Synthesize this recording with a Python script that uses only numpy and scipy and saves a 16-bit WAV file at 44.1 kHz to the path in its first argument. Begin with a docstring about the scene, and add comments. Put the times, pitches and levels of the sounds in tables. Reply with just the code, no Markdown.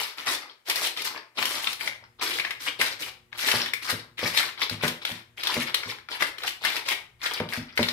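"""Thin metal crackles in short crumples as a hand presses aluminium foil over a baking pan in a small kitchen.
Crumples are swarms of small damped rings; loud snaps are noise bursts shaped by a facet resonance.
Palm pats sum the decaying modes of the pan with a band of noise, the slap.
Decaying noise convolved with all three is the kitchen's reverberation.
Beneath lie a faint appliance hum of four sines and filtered noise for rumble and hiss."""
import sys
import numpy as np
from scipy import signal
from scipy.fft import rfft, irfft, next_fast_len
from scipy.io import wavfile

SR = 44100
rng = np.random.default_rng(int(sys.argv[2]) if len(sys.argv) > 2 else 0)


def voltage_ratio(level):
    """Linear amplitude factor for a level in decibels (scalar or array-like)."""
    return 10 ** (np.asarray(level, float) / 20)


def bounce(signal):
    """Save signal as a 16-bit WAV file at the path given by the first command-line argument."""
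    frames = np.transpose(np.atleast_2d(signal))
    limited = np.clip(frames, -1, 1)
    pcm = np.round(limited * 32767).astype(np.int16)
    wavfile.write(sys.argv[1], SR, pcm)


N = 349686

# Radiation spectrum of the foil. Each row: frequency in Hz, relative level in dB.
FOIL_SPECTRUM = [(35, -74), (60, -23), (212, -22), (323, -13.5), (621, -12.5), (682, -13), (903, -7),
                 (1580, -5), (2250, -1), (2650, -5.5), (3850, -2.5), (5460, -7.5), (6580, -19),
                 (12100, -20), (16000, -25.5)]


def unit(x):
    """Normalisation: x scaled to an rms of 1."""
    return x / np.sqrt(np.mean(x ** 2) + 1e-20)


def along(points, hz):
    """Logarithmic pitch scale: (Hz, value) points joined by straight lines over log frequency."""
    f, v = np.transpose(points)
    return np.interp(np.log(hz + 1), np.log(f + 1), v)


def coloured(x, points):
    """Minimum-phase filtering: the folded cepstrum makes the (Hz, dB) gains causal."""
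    m = 2 * next_fast_len(x.shape[-1] // 2 + 4096)
    gain = voltage_ratio(along(points, np.fft.rfftfreq(m, 1 / SR)))
    cepstrum = irfft(np.log(gain), m)
    cepstrum[1:m // 2] *= 2
    cepstrum[m // 2 + 1:] = 0
    response = np.exp(rfft(cepstrum))
    return irfft(rfft(x, m) * response, m)[..., :x.shape[-1]]


def background():
    """Tones and filtered noise: hum and rumble change in level, hiss stays steady."""
    # Hum partials. Each row: frequency in Hz, rms level in dB before the level changes.
    hum_partials = [(118.4, -73), (236.9, -79.5), (360.7, -79.5), (479.1, -84)]
    # Rumble spectrum. Each row: frequency in Hz, relative level in dB.
    rumble_spectrum = [(20, -21), (60, -2), (120, -2), (400, -27), (1000, -42), (3000, -57.5)]
    # Level changes. Each row: time in seconds, rumble rms level in dB, change of the hum in dB.
    level_changes = [(0.0, -94, -19), (1.39, -96, -5), (1.57, -67, 2.5), (4.04, -68, 6),
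                     (7.04, -66.5, -2.5), (7.93, -64, 6)]
    # Still air and microphone. Each row: frequency in Hz, relative level in dB.
    hiss_spectrum = [(200, 7), (2000, 11), (5000, 0), (8500, 1), (16000, -3)]
    t = np.arange(N) / SR
    change_s, rumble_db, hum_db = np.transpose(level_changes)
    hum = sum(np.sqrt(2) * voltage_ratio(db) * np.sin(2 * np.pi * hz * t) for hz, db in hum_partials)
    hum = voltage_ratio(np.interp(t, change_s, hum_db)) * hum
    shared, *own = rng.standard_normal((3, N))
    rumble = unit(coloured(shared + 0.21 * np.array(own), rumble_spectrum))  # nearly alike in both ports
    rumble = voltage_ratio(np.interp(t, change_s, rumble_db)) * rumble
    hiss = voltage_ratio(-69.5) * unit(coloured(rng.standard_normal((2, N)), hiss_spectrum))
    return hum + rumble + hiss


def kitchen(x):
    """Reverberation as convolution with decaying noise; the hand moves, so each 0.1 s meets a fresh tail."""
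    # Decay of the room. Each row: frequency in Hz, time to fall by 60 dB in seconds.
    room_decay = [(150, 0.35), (700, 0.41), (4000, 0.32), (13000, 0.26)]
    step, delay = SR // 10, 90  # samples
    out = np.zeros((2, N + 2 * SR))
    for start in range(0, N, step):
        hz, t, z = signal.stft(rng.standard_normal((2, SR // 2)), SR, nperseg=256)
        decay = voltage_ratio(-60 * t / along(room_decay, hz)[:, None])
        tail = signal.istft(z * decay, SR, nperseg=256)[1]
        low_difference = signal.lfilter(*signal.butter(1, 1000, fs=SR), tail[0] - tail[1])
        tail[1] += low_difference  # long waves reach both ports alike
        wet = signal.fftconvolve(x[:, start:start + step], tail / np.linalg.norm(tail[0]), axes=1)
        out[:, start + delay:][:, :wet.shape[1]] += wet
    return out[:, :N]


def pats():
    """Modal impact: the palm's dull slap sets the pan's low modes ringing; sharp blows are brighter."""
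    # Palm pats. Each row: start in seconds, relative level in dB, sharpness from 0 to 1.
    palm_pats = [(2.797, -34.5, 0.64), (3.54, -23, 0.54), (3.927, -25, 0.26), (4.23, -21, 0.53),
                 (4.711, -28.5, 0.15), (4.836, -18.5, 0.62), (5.113, -32.5, 0.02), (5.567, -21, 0.5),
                 (5.859, -37, 0.1), (7.404, -19.5, 0.64), (7.575, -27, 0.15), (7.793, -15.5, 0.57)]
    # Modes of the pan. Each row: frequency in Hz, nominal level in dB, time to fall by 60 dB in seconds.
    pan_modes = [(110.2, 2, 0.18), (158, 0.5, 0.14), (180.5, -5, 0.2), (243.2, 4.5, 0.18), (339, -8, 0.3),
                 (439, -7, 0.2), (502, 6.5, 0.047), (595, 1, 0.094), (901, -6, 0.07)]
    out, t = np.zeros(N + SR), np.arange(SR // 2) / SR
    for start_s, db, sharp in palm_pats:
        ring = np.zeros(len(t))
        for hz, level, t60 in pan_modes:
            drift = 0.014 * np.cumsum(rng.standard_normal(len(t)))  # the resting hand roughens each mode
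            level = level + rng.normal(0, 1.4) + 14 * (sharp - 0.5) * np.log2(hz / 250)
            swell = 1 - np.exp(-t * hz / 0.37)  # low modes take longer to build
            ring += swell * voltage_ratio(level - 60 * t / t60) * np.sin(2 * np.pi * hz * t + drift)
        noise = rng.standard_normal(len(t)) * voltage_ratio(-60 * t / 0.2)
        click = 6 * voltage_ratio(-60 * t / 0.0014)
        band_hz = [120, 500 + 900 * np.clip(sharp, 0, 1)]
        slap = signal.lfilter(*signal.butter(2, band_hz, "band", fs=SR), noise + click)
        out[round(start_s * SR):][:len(t)] += voltage_ratio(db - 10.5) * (ring + 6 * sharp ** 2 * slap)
    return signal.lfilter(*signal.butter(2, 80, "high", fs=SR), out[:N])


def snaps():
    """Snap-through buckling: a big facet flips, a brief burst strongest near the facet's own pitch."""
    # Loud buckles. Each row: start in seconds, peak level in dB, facet pitch in Hz, treble boost in dB.
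    loud_buckles = [(0.182, -29, 2660, -8), (0.697, -14, 5700, 7), (0.7563, -17.5, 5600, 10),
                    (0.972, -28.5, 3860, 6), (1.0184, -21.5, 5400, 7), (1.3871, -23.5, 1500, -10),
                    (1.4249, -19, 1480, 2), (1.453, -16, 3100, 10), (1.642, -21, 3400, 4),
                    (1.6701, -18, 3300, -8), (1.729, -25, 4500, 12), (1.8089, -22, 2500, -3),
                    (1.8744, -17.5, 2230, -8), (2.2112, -24, 2230, -4), (2.272, -24, 1500, -6),
                    (2.385, -20.5, 1840, 3), (2.3966, -18, 2420, -1), (2.448, -17, 1650, -23),
                    (2.5067, -18.5, 1930, -0.5), (2.8, -22, 2400, -6), (2.812, -11.5, 1980, 2),
                    (3.3275, -28.5, 2200, -18.5), (3.39, -24, 3000, 3), (3.485, -14.5, 1810, -6),
                    (3.5142, -12.5, 2780, 2), (3.659, -22, 1750, -7), (3.7345, -17.5, 2240, 5),
                    (4.1907, -25.5, 1900, 1), (4.3726, -12, 3940, 6.5), (4.4281, -21, 2200, 2),
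                    (4.6157, -18.5, 1970, 0), (4.6953, -20, 4430, 2.5), (4.8359, -19, 1480, -12),
                    (4.8783, -18, 3620, 6), (5.05, -18.5, 3440, 4), (5.116, -25.5, 3280, 9),
                    (5.4334, -20.5, 3550, 5), (5.4703, -16.5, 3340, 2.5), (5.54, -19, 2820, 7),
                    (5.7426, -14, 3700, 4), (5.8328, -25.5, 1680, -19), (5.985, -32.5, 1800, -8),
                    (6.0866, -27.5, 1170, -13), (6.2216, -12, 2010, -2), (6.3827, -27.5, 2630, -2),
                    (6.4345, -23.5, 1510, -2), (6.4774, -20, 2700, 1), (6.6486, -14.5, 1700, 1.5),
                    (6.701, -27.5, 2200, -2), (6.7646, -20.5, 2170, 4), (6.8851, -17, 2100, 8),
                    (6.9091, -26, 2090, 23), (7.2155, -29.5, 3500, -3), (7.2598, -19.5, 3400, -7),
                    (7.335, -23, 4530, 20), (7.3664, -33, 3500, 1), (7.3995, -24, 1710, -5),
                    (7.4883, -29.5, 3550, -1), (7.5344, -24.5, 2340, 5), (7.7744, -13.5, 1980, -4),
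                    (7.8276, -18, 3500, -1), (7.885, -15.5, 4830, -3), (7.922, -22, 3800, 4)]
    out, t = np.zeros((2, N + SR)), np.arange(2048) / SR
    f = np.fft.rfftfreq(len(t), 1 / SR)
    sheet = voltage_ratio(along(FOIL_SPECTRUM, f))
    treble_share = f ** 4 / (f ** 4 + 6000 ** 4)
    unlike = 0.96 * f / (f + 900)  # the ports agree less as frequency rises
    lead = np.exp(-2j * np.pi * f * 0.00012)  # the left port hears it first, by 0.12 ms
    for start_s, db, hz, treble_db in loud_buckles:
        t60 = 0.022 * voltage_ratio(0.34 * (db + 22))  # 22 ms at -22 dB; bigger facets rattle longer
        shape = voltage_ratio(-60 * t / t60) * (1 - np.exp(-t / (0.073 * t60)))
        near, other = rfft(shape * rng.standard_normal((2, len(t))))
        right = np.sqrt(1 - unlike ** 2) * near * lead + unlike * other
        body = np.array([near, right])
        soft_shape = shape * (1 - np.exp(-t / 0.0011))  # the treble sets in more softly than the body
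        treble = rfft(soft_shape * rng.standard_normal((2, len(t))))
        facet = 0.5 + 1j * f * 0.35 * hz / (hz * hz - f * f + 1j * f * 0.32 * hz)
        spectrum = body * facet * (1 - treble_share) + treble * voltage_ratio(treble_db) * treble_share
        burst = irfft(sheet * spectrum, len(t))
        out[:, round(start_s * SR):][:, :len(t)] += voltage_ratio(db) * burst / np.abs(burst.mean(0)).max()
    return out[:, :N]


def creases(count, size, lo_hz, hi_hz, cycles, spread_db, lag_s, clump_s):
    """Superposed damped oscillations: a stereo swarm of creases, each delayed by its spot on the sheet."""
    # creases give way in runs of eight
    when, pitch, luck, spot = np.repeat(rng.random((count // 8, 4)), 8, 0).T[:, :, None]
    late, detune, share = rng.random((len(when), 3)).T[:, :, None]
    when = (when + clump_s * SR / N * late ** 2) % 1
    pitch = (pitch + 0.35 * detune) % 1  # a run keeps roughly one colour
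    luck = np.sqrt(luck * share)
    hz = lo_hz * (min(hi_hz, SR / 2.2) / lo_hz) ** pitch
    life_s = np.minimum(cycles / hz, size / 4 / SR)
    gain = np.sqrt(hz / life_s) * voltage_ratio(-spread_db * np.log(luck + 0.03))  # many small, few big
    where = (when * N).astype(int) + np.arange(size)
    pair = []
    for lag in (0.6 * lag_s * spot, lag_s * (1 - spot)):  # the left port is nearer
        t = np.maximum(np.arange(size) / SR - lag, 0)
        ring = gain * np.exp(-t / life_s) * np.sin(2 * np.pi * hz * t)
        pair.append(np.bincount(where.ravel(), ring.ravel(), N + size)[:N])
    return unit(coloured(np.array(pair), FOIL_SPECTRUM))


def crackle():
    """Crackling noise of a squeezed sheet: size sets pitch, so fine crimps fizz and wide panels flap low."""
    # Crumples under the fingers. Each row: start in seconds, length in seconds, crackle level in dB,
    # swell over the length in dB, fizz relative to the crackle in dB.
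    crumples = [(0, 0.14, -28.5, -28, -1), (0.166, 0.086, -36, -11.5, -4), (0.254, 0.098, -29.5, -3, 0.5),
                (0.407, 0.11, -43.5, -11.5, -20), (0.647, 0.025, -55, 4, 2), (0.669, 0.049, -34, 5, 0),
                (0.742, 0.13, -40, 10, 3.5), (0.956, .065, -37.5, 0, -4), (1.034, 0.043, -33, -3, 4),
                (1.094, 0.084, -40, 0, -15), (1.344, .03, -56, 6.5, -3), (1.368, 0.076, -30.5, 1, -5.5),
                (1.453, .15, -37.5, -2, 3.5), (1.61, 0.12, -40, -2, 3.5), (1.789, 0.095, -38.5, -0.5, 0.5),
                (2.008, 0.031, -53, 4.5, -32), (2.182, 0.018, -46.5, 4.5, -22), (2.21, 0.049, -29, -7.5, 3),
                (2.261, 0.14, -33.5, -3.5, -2), (2.43, .1, -38.5, -2.5, -10.5),
                (2.593, 0.076, -43, -10.5, 8.5), (2.65, 0.037, -32, 1, -8), (2.786, 0.097, -27, -7, -3),
                (2.906, .025, -34, -1.5, -6), (2.987, 0.045, -36.5, 2, -0.5),
                (3.036, 0.062, -36, -10, -3.5), (3.315, 0.048, -48, 7.5, -15), (3.368, 0.087, -38, 6.5, 1),
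                (3.454, 0.16, -25.5, -7.5, -3.5), (3.599, 0.09, -39, 1.5, -8.5),
                (3.812, 0.08, -36, 2.5, -5.5), (3.888, 0.029, -23.5, -7, 0.5),
                (3.977, 0.023, -36.5, -3, -12), (4.17, 0.11, -36.5, 7.5, -8.5),
                (4.252, 0.076, -32.5, -10, -2.5), (4.331, 0.073, -33, 6.5, 0),
                (4.418, 0.077, -33, -4.5, -5), (4.564, .03, -46.5, 4, -10), (4.59, 0.051, -33, 3, -7),
                (4.692, 0.046, -40.5, 5, -7), (4.792, 0.025, -45.5, 6, -17),
                (4.818, 0.068, -28.5, -2.5, -4.5), (5.005, 0.027, -41, -1.5, -7),
                (5.055, 0.048, -35.5, -4.5, -5.5), (5.081, 0.13, -37, -17, -5.5),
                (5.364, 0.072, -36, -7, -10.5), (5.437, 0.14, -34.5, 3, -5.5),
                (5.588, 0.043, -30.5, -2, -0.5), (5.656, 0.044, -38.5, 2, -8.5), (5.754, 0.16, -44, -2, -5),
                (5.868, 0.054, -36, -1, -11), (6.094, 0.076, -37, -2, -8), (6.191, 0.046, -31, 2, -5),
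                (6.25, 0.049, -40.5, -4, -1), (6.368, 0.086, -44, 9, -10), (6.459, 0.036, -31.5, -13.5, 8),
                (6.602, 0.022, -50.5, 13.5, -12), (6.631, 0.15, -28.5, -10.5, -5),
                (6.742, 0.057, -35.5, -5.5, -12), (6.845, 0.031, -42, 6, -4),
                (6.873, 0.029, -33.5, 0, -1.5), (6.902, 0.028, -29, 1, -6), (7.189, 0.023, -57, 5, -8),
                (7.217, 0.063, -33.5, 3, -3.5), (7.295, 0.094, -29.5, -8, -14), (7.482, 0.042, -40, 4, -9),
                (7.515, 0.068, -34.5, -4.5, -5.5), (7.595, .16, -46, -8.5, -27),
                (7.752, 0.22, -34.5, -5.5, -6)]
    # Wide panels. Each row: time in seconds, flap relative to the crackle in dB.
    flap_levels = [(0, -10), (1.3, -6), (2.2, -6.5), (4.2, -13), (5.202, -10), (6.2, -6), (7.0, -12.5),
                   (7.93, -13.5)]
    grip_s, grip_power, let_go_s = 0.017, 1.29, 0.008  # a crumple swells from a faint stir, and stops
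    body = creases(count=8000, size=200, lo_hz=1225, hi_hz=5570, cycles=2.9,
                   spread_db=3.5, lag_s=0.00038, clump_s=0.02)
    fizz = creases(count=30000, size=64, lo_hz=6070, hi_hz=15360, cycles=16.0,
                   spread_db=2.5, lag_s=0.00032, clump_s=0.025)
    flap = creases(count=4000, size=512, lo_hz=153, hi_hz=1284, cycles=1.36,
                   spread_db=0.5, lag_s=0.00004, clump_s=0.06)
    flap = flap * voltage_ratio(np.interp(np.arange(N) / SR, *np.transpose(flap_levels)))
    out = np.zeros((2, N))
    for start_s, length, db, swell_db, fizz_db in crumples:
        on = slice(round(start_s * SR), round((start_s + length + 5 * let_go_s) * SR))
        t = np.arange(N)[on] / SR - start_s
        grip = np.clip(t / grip_s, 0, 1) ** grip_power if start_s else 1  # the first is already under way
        release = np.exp(-np.maximum(t - length, 0) / let_go_s)
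        shape = grip * voltage_ratio(db + swell_db * t / length) * release
        out[:, on] += shape * (body[:, on] + voltage_ratio(fizz_db) * fizz[:, on] + flap[:, on])
    return out


def scene():
    """Superposition: foil and pan heard directly and through the room, over the background."""
    rustle, flips, pan = crackle(), snaps(), pats() * np.ones((2, 1))
    to_room = voltage_ratio(-3.0) * rustle + voltage_ratio(-4) * flips + voltage_ratio(-5) * pan
    return rustle + flips + pan + kitchen(to_room) + background()


def top_cut(x):
    """Nothing passes above the cut-off."""
    return signal.sosfilt(signal.butter(12, 16480, fs=SR, output="sos"), x)


def record(dry):
    """Receiver response: two ports of unequal sensitivity, with almost nothing above 16.3 kHz."""
    # Imbalance of the microphone ports. Each row: frequency in Hz, left minus right in dB.
    port_lean = [(30, 11.5), (70, 1), (200, 1.5), (640, 0), (1410, 6), (3100, 8), (6820, -0.5),
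                 (15000, -2.5)]
    left = coloured(dry[0], [(hz, db / 2) for hz, db in port_lean])
    right = coloured(dry[1], [(hz, -db / 2) for hz, db in port_lean])
    low_pass = signal.cheby2(12, 50, 16300, fs=SR, output="sos")
    pair = signal.sosfilt(low_pass, [left, right])
    return top_cut(pair)


dry = scene()
out = record(dry)
bounce(out)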